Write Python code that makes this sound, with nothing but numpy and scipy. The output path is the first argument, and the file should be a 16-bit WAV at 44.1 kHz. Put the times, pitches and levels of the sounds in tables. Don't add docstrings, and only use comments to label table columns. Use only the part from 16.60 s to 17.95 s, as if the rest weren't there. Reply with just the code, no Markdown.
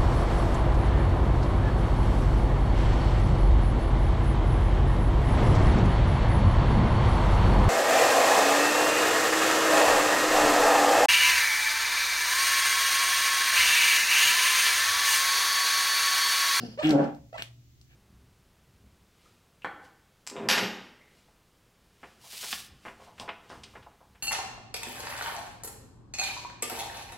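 import sys
import numpy as np
from scipy import signal
from scipy.fft import rfft, irfft
from scipy.io import wavfile

SR = 44100
rng = np.random.default_rng(int(sys.argv[2]) if len(sys.argv) > 2 else 0)


def master_out(mix):
    frames = np.transpose(np.atleast_2d(mix))
    ceiling = np.clip(frames, -1, 1)
    pcm = np.round(ceiling * 32767).astype(np.int16)
    wavfile.write(sys.argv[1], SR, pcm)


N = 59535
T = np.arange(N) / SR
HZ = np.fft.rfftfreq(2 * N, 1 / SR)

# f/Hz, level/dB
ROOM_NOISE_TONE = [(20, -8), (40, -13.5), (65, 3.5), (92, -8), (125, 5.5), (170, -12.5), (290, -11),
                   (520, -28.5), (1500, -29.5), (3000, -28), (7000, -28), (9000, -40), (15500, -32)]
# f/Hz, level/dB
HUM_NOTES = [(70, -70), (118.6, -61)]
# start t/s, length t/s, level/dB
SNIFFS = [(-.015, 0.093, -49), (.055, .11, -55.5)]
# f/Hz, level/dB
SNIFF_TONE = [(100, -17), (300, 11), (720, -4), (1000, -8), (2500, -11), (3050, -5), (3800, -14.5),
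              (4850, -1.5), (5800, -15), (8300, -35.5), (10500, -26), (15000, -47)]
# t/s, pitch f/Hz, level/dB
GRUNT_PATH = [(.004, 211.5, -51.5), (.025, 241.6, -43), (.037, 237.6, -31), (.056, 239.7, -38),
              (.078, 218.5, -43.5), (.11, 213, -55)]
# f/Hz, level/dB
GRUNT_TONE = [(230, -2), (470, -16), (700, -17), (1000, -42.5), (2000, -69)]
# t/s, pitch f/Hz, level/dB
SQUEAK_PATHS = [
    [(.174, 430, -33), (.188, 577, -33.5), (.197, 615, -24.5), (.212, 626, -37.5), (.224, 570, -27.5)],
    [(.727, 620, -38), (.735, 649, -40.5), (.748, 673, -40), (.761, 623, -38.5), (.768, 630, -47)],
]
# f/Hz, level/dB
SQUEAK_TONE = [(450, -3), (630, -3.5), (1220, -15.5), (1400, -22.5), (1750, -31), (2020, -14), (2600, -26),
               (4300, -32), (6000, -41), (7800, -45), (10000, -58)]
# start t/s, length t/s, from f/Hz, to f/Hz, level/dB
WHISTLES = [(0.208, 0.011, 900, 950, -36), (0.742, 0.0248, 712.6, 1195, -42.5)]
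# start t/s, length t/s, level/dB
PUFFS = [(.217, 0.068, -37), (.268, 0.069, -42), (.771, 0.052, -42), (1.29, .1, -70)]
# f/Hz, level/dB
PUFF_TONE = [(300, -3), (620, -2), (1300, -4.5), (1900, 3), (2500, 3), (3100, -0.5), (3900, -8.5),
             (6200, -25), (7600, -20), (10000, -37), (15000, -29.5)]
# t/s, pitch f/Hz, shut-lip level/dB, open-cheek level/dB, rasp level/dB
WOOF_PATH = [(.231, 150.5, -39, -69.5, -34), (.254, 149.9, -21.5, -53, -47.5), (.292, 158.6, -25, -54, -34),
             (.314, 153.3, -25, -52.5, -31.5), (.334, 140.8, -25, -31, -33.5),
             (.358, 139, -16, -24.5, -33.5), (.372, 140.3, -23.5, -33, -32), (.383, 142.3, -34, -29.5, -30),
             (.404, 139.1, -23, -24.5, -29), (.442, 136.5, -29, -37, -31.5),
             (.462, 131.6, -53.5, -45.5, -35), (.59, 133, -79.5, -100, -58.5)]
# f/Hz, shut-lip level/dB, open-cheek level/dB
THROAT_TONE = [(147, -10, -20), (309, 3, -17.5), (438, -22, -7.5), (560, -36.5, 1.5), (705, -37, -10.5),
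               (806, -12, -4), (860, -32.5, -11), (1166, -43, -27.5), (1500, -35, -41)]
# f/Hz, level/dB
RASP_TONE = [(60, -56.5), (105, -24), (145, 0), (225, 8), (480, 2), (780, 5), (1150, -7.5), (1600, -11),
             (2200, -17.5), (4000, -30.5), (7000, -42), (15000, -67.5)]
# t/s, level/dB, ring f/Hz, fade t/s
SMACKS = [(0.2708, -29, 5330, 0.00014), (.293, -21.5, 4800, 0.00011), (0.3074, -16, 4000, 0.00015),
          (.442, -39, 4760, 0.00012), (.548, -43.5, 4400, 0.000089), (0.8224, -17.5, 3014, 0.00014),
          (1.214, -41, 4800, 0.000067)]
# f/Hz, t/s to fade by 60 dB, level/dB, left-right likeness (0 to 1)
ROOM_RING = [(130, 0.66, -2.5, 0.84), (310, 0.19, -9, 0.89), (594, 0.39, -3.5, .4), (1203, 0.27, -4.5, 0),
             (3960, 0.25, -1, 0), (7650, 0.25, 7, 0.021), (14900, 0.14, 4.5, 0.049)]

TREMBLE_HZ, SQUEAK_JITTER = 90, .012


def amp(db):
    return 10 ** (np.asarray(db) / 20)


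def unit(x):
    return x / np.sqrt(np.mean(x ** 2) + 1e-20)


def look_up(table, hz, column=1):
    columns = np.transpose(table)
    return np.interp(np.log(hz + 1), np.log(columns[0] + 1), columns[column])


def follow(path, fade_s=.004):
    times, *columns = np.transpose(path)
    gate = np.clip(np.minimum(T - times[0], times[-1] - T) / fade_s, 0, 1)
    return [gate] + [np.interp(T, times, column) for column in columns]


def shape(x, gain):
    return irfft(rfft(x, 2 * N) * gain)[..., :N]


def wander(hz):
    return unit(shape(rng.standard_normal(N), 1 / (1 + (HZ / hz) ** 4)))


def stereo_noise():
    likeness = np.clip(look_up(ROOM_RING, HZ, column=3), 0, 1)
    mid = shape(rng.standard_normal(N), np.sqrt((1 + likeness) / 2))
    side = shape(rng.standard_normal(N), np.sqrt((1 - likeness) / 2))
    return np.array([mid + side, mid - side])


def background(noise_db=-59, waver_db=7.5):
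    noise = unit(shape(stereo_noise(), amp(look_up(ROOM_NOISE_TONE, HZ))))
    hum = np.zeros(N)
    for hz, db in HUM_NOTES:
        level = amp(db + waver_db * wander(0.8))
        hum += level * np.sqrt(2) * np.sin(2 * np.pi * (hz * T + rng.random()))
    return amp(noise_db) * noise + hum


def breath(bursts, tone, rise_s=0.01, fall_s=0.026, flutter_db=-2):
    level = sum(amp(db) * np.clip(np.minimum((T - start) / rise_s, (start + length - T) / fall_s), 0, 1)
                for start, length, db in bursts)
    swirl = rng.standard_normal(N) * amp(flutter_db * wander(300))
    return level * unit(shape(swirl, amp(look_up(tone, HZ))))


def vocal_folds(hz, tone_db, harmonics):
    cycles = np.cumsum(hz) / SR
    buzz = sum(amp(tone_db(k * hz)) * np.sin(2 * np.pi * k * cycles) for k in range(1, harmonics + 1))
    return np.sqrt(2) * buzz, cycles


def whimper(path, tone, jitter, shimmer_db):
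    gate, hz, db = follow(path)
    pitch = hz * (1 + jitter * wander(TREMBLE_HZ))
    voice, _ = vocal_folds(pitch, lambda f: look_up(tone, f), harmonics=14)
    return gate * amp(db + shimmer_db * wander(TREMBLE_HZ)) * voice


def grunt():
    return whimper(GRUNT_PATH, GRUNT_TONE, jitter=.022, shimmer_db=3.5)


def squeak(path, leak_db=-25.5):
    gate, _, db = follow(path)
    leak = unit(shape(rng.standard_normal(N), amp(look_up(PUFF_TONE, HZ))))
    voice = whimper(path, SQUEAK_TONE, SQUEAK_JITTER, shimmer_db=3.8)
    return voice + gate * amp(db + leak_db) * leak


def whistles():
    out = np.zeros(N)
    for start, length, from_hz, to_hz, db in WHISTLES:
        progress = np.clip((T - start) / length, 0, 1)
        hz = (from_hz + (to_hz - from_hz) * progress) * (1 + SQUEAK_JITTER * wander(TREMBLE_HZ))
        swell = amp(db) * np.sin(np.pi * progress)
        out += swell * np.sqrt(2) * np.sin(2 * np.pi * np.cumsum(hz) / SR)
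    return out


def woof(jitter=0.00907, wobble_hz=55, shimmer_db=0.5, lowest_hum_hz=146.6):
    gate, hz, shut_db, open_db, rasp_db = follow(WOOF_PATH)
    waver = 1 + jitter * wander(wobble_hz)
    hum_hz = np.maximum(hz, lowest_hum_hz) * waver
    hum, cycles = vocal_folds(hum_hz, lambda f: shut_db + look_up(THROAT_TONE, f), harmonics=10)
    open_voice, _ = vocal_folds(
        hz * waver,
        lambda f: open_db + look_up(THROAT_TONE, f, column=2) + shimmer_db * wander(wobble_hz),
        harmonics=11)
    crack_s, crack_width_s, crack_depth = 0.313, 0.018, 0.45
    crack = 1 + crack_depth * np.exp(-((T - crack_s) / crack_width_s) ** 2) * np.cos(np.pi * cycles)
    airflow = .7 + np.exp(-(cycles % 1) / .7)
    rasp = unit(shape(airflow * stereo_noise(), amp(look_up(RASP_TONE, HZ))))
    return gate * (crack * (hum + open_voice) + amp(rasp_db) * rasp)


def lip_fizz(start_s=.236, length_s=.042, db=-36.5, hz=3200, width_hz=620):
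    band = [(hz - 2 * width_hz, -40), (hz - width_hz / 2, 0),
            (hz + width_hz / 2, 0), (hz + 2 * width_hz, -40)]
    return breath([(start_s, length_s, db)], band)


def lip_smacks(spray_db=-13.5, spray_fade_s=0.0009, spray_top_hz=7900):
    out = np.zeros(N)
    hiss = shape(rng.standard_normal(N), 1 / np.hypot(1, HZ / spray_top_hz))
    for start, db, hz, fade_s in SMACKS:
        age = np.maximum(T - start, 0)
        snap = age / fade_s * np.exp(1 - age / fade_s) * np.sin(2 * np.pi * hz * age)
        spray = amp(spray_db) * np.exp(-age / spray_fade_s) * hiss
        out += amp(db) * (T > start) * (snap + spray)
    return out


def first_echoes(x, db=1.5, gap_s=.0006, fade_s=0.004, low_cut_hz=900):
    echoes = rng.standard_normal((2, N)) * np.exp(-T / fade_s) * (T > gap_s)
    echoes /= np.linalg.norm(echoes, axis=1, keepdims=True)
    echoes = shape(echoes, HZ ** 2 / (HZ ** 2 + low_cut_hz ** 2))
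    return amp(db) * signal.fftconvolve(x[None], echoes, axes=1)[:, :N]


def room_ring(x, gap_s=0.0025):
    hz, t, bands = signal.stft(stereo_noise(), SR, nperseg=256)
    ring_s = look_up(ROOM_RING, hz)[:, None]
    level = amp(look_up(ROOM_RING, hz, column=2))[:, None]
    fade_rate = np.log(1000) / ring_s
    fade = np.exp(-fade_rate * t) * np.sqrt(2 * fade_rate / SR)
    tail = signal.istft(bands * level * fade, SR, nperseg=256)[1][:, :N] * (T > gap_s)
    return signal.fftconvolve(x[None], tail, axes=1)[:, :N]


def scene(right_delay_s=0.0002, smack_echo_gain=0.55):
    voice = grunt() + whistles() + sum(squeak(path) for path in SQUEAK_PATHS)
    soft_sounds = voice + breath(SNIFFS, SNIFF_TONE) + breath(PUFFS, PUFF_TONE) + lip_fizz()
    bark, smacks = woof(), lip_smacks()
    muzzle_left = soft_sounds + smacks
    muzzle_right = shape(muzzle_left, np.exp(-2j * np.pi * HZ * right_delay_s))
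    direct = bark + np.array([muzzle_left, muzzle_right])
    into_room = bark.mean(0) + soft_sounds + smack_echo_gain * smacks
    return direct + first_echoes(into_room) + room_ring(into_room) + background()


def record(dry):
    low_pass = signal.firwin(511, cutoff=15900, window=("kaiser", 9), fs=SR)
    return signal.oaconvolve(dry, low_pass[None], "same")


dry = scene()
out = record(dry)
master_out(out)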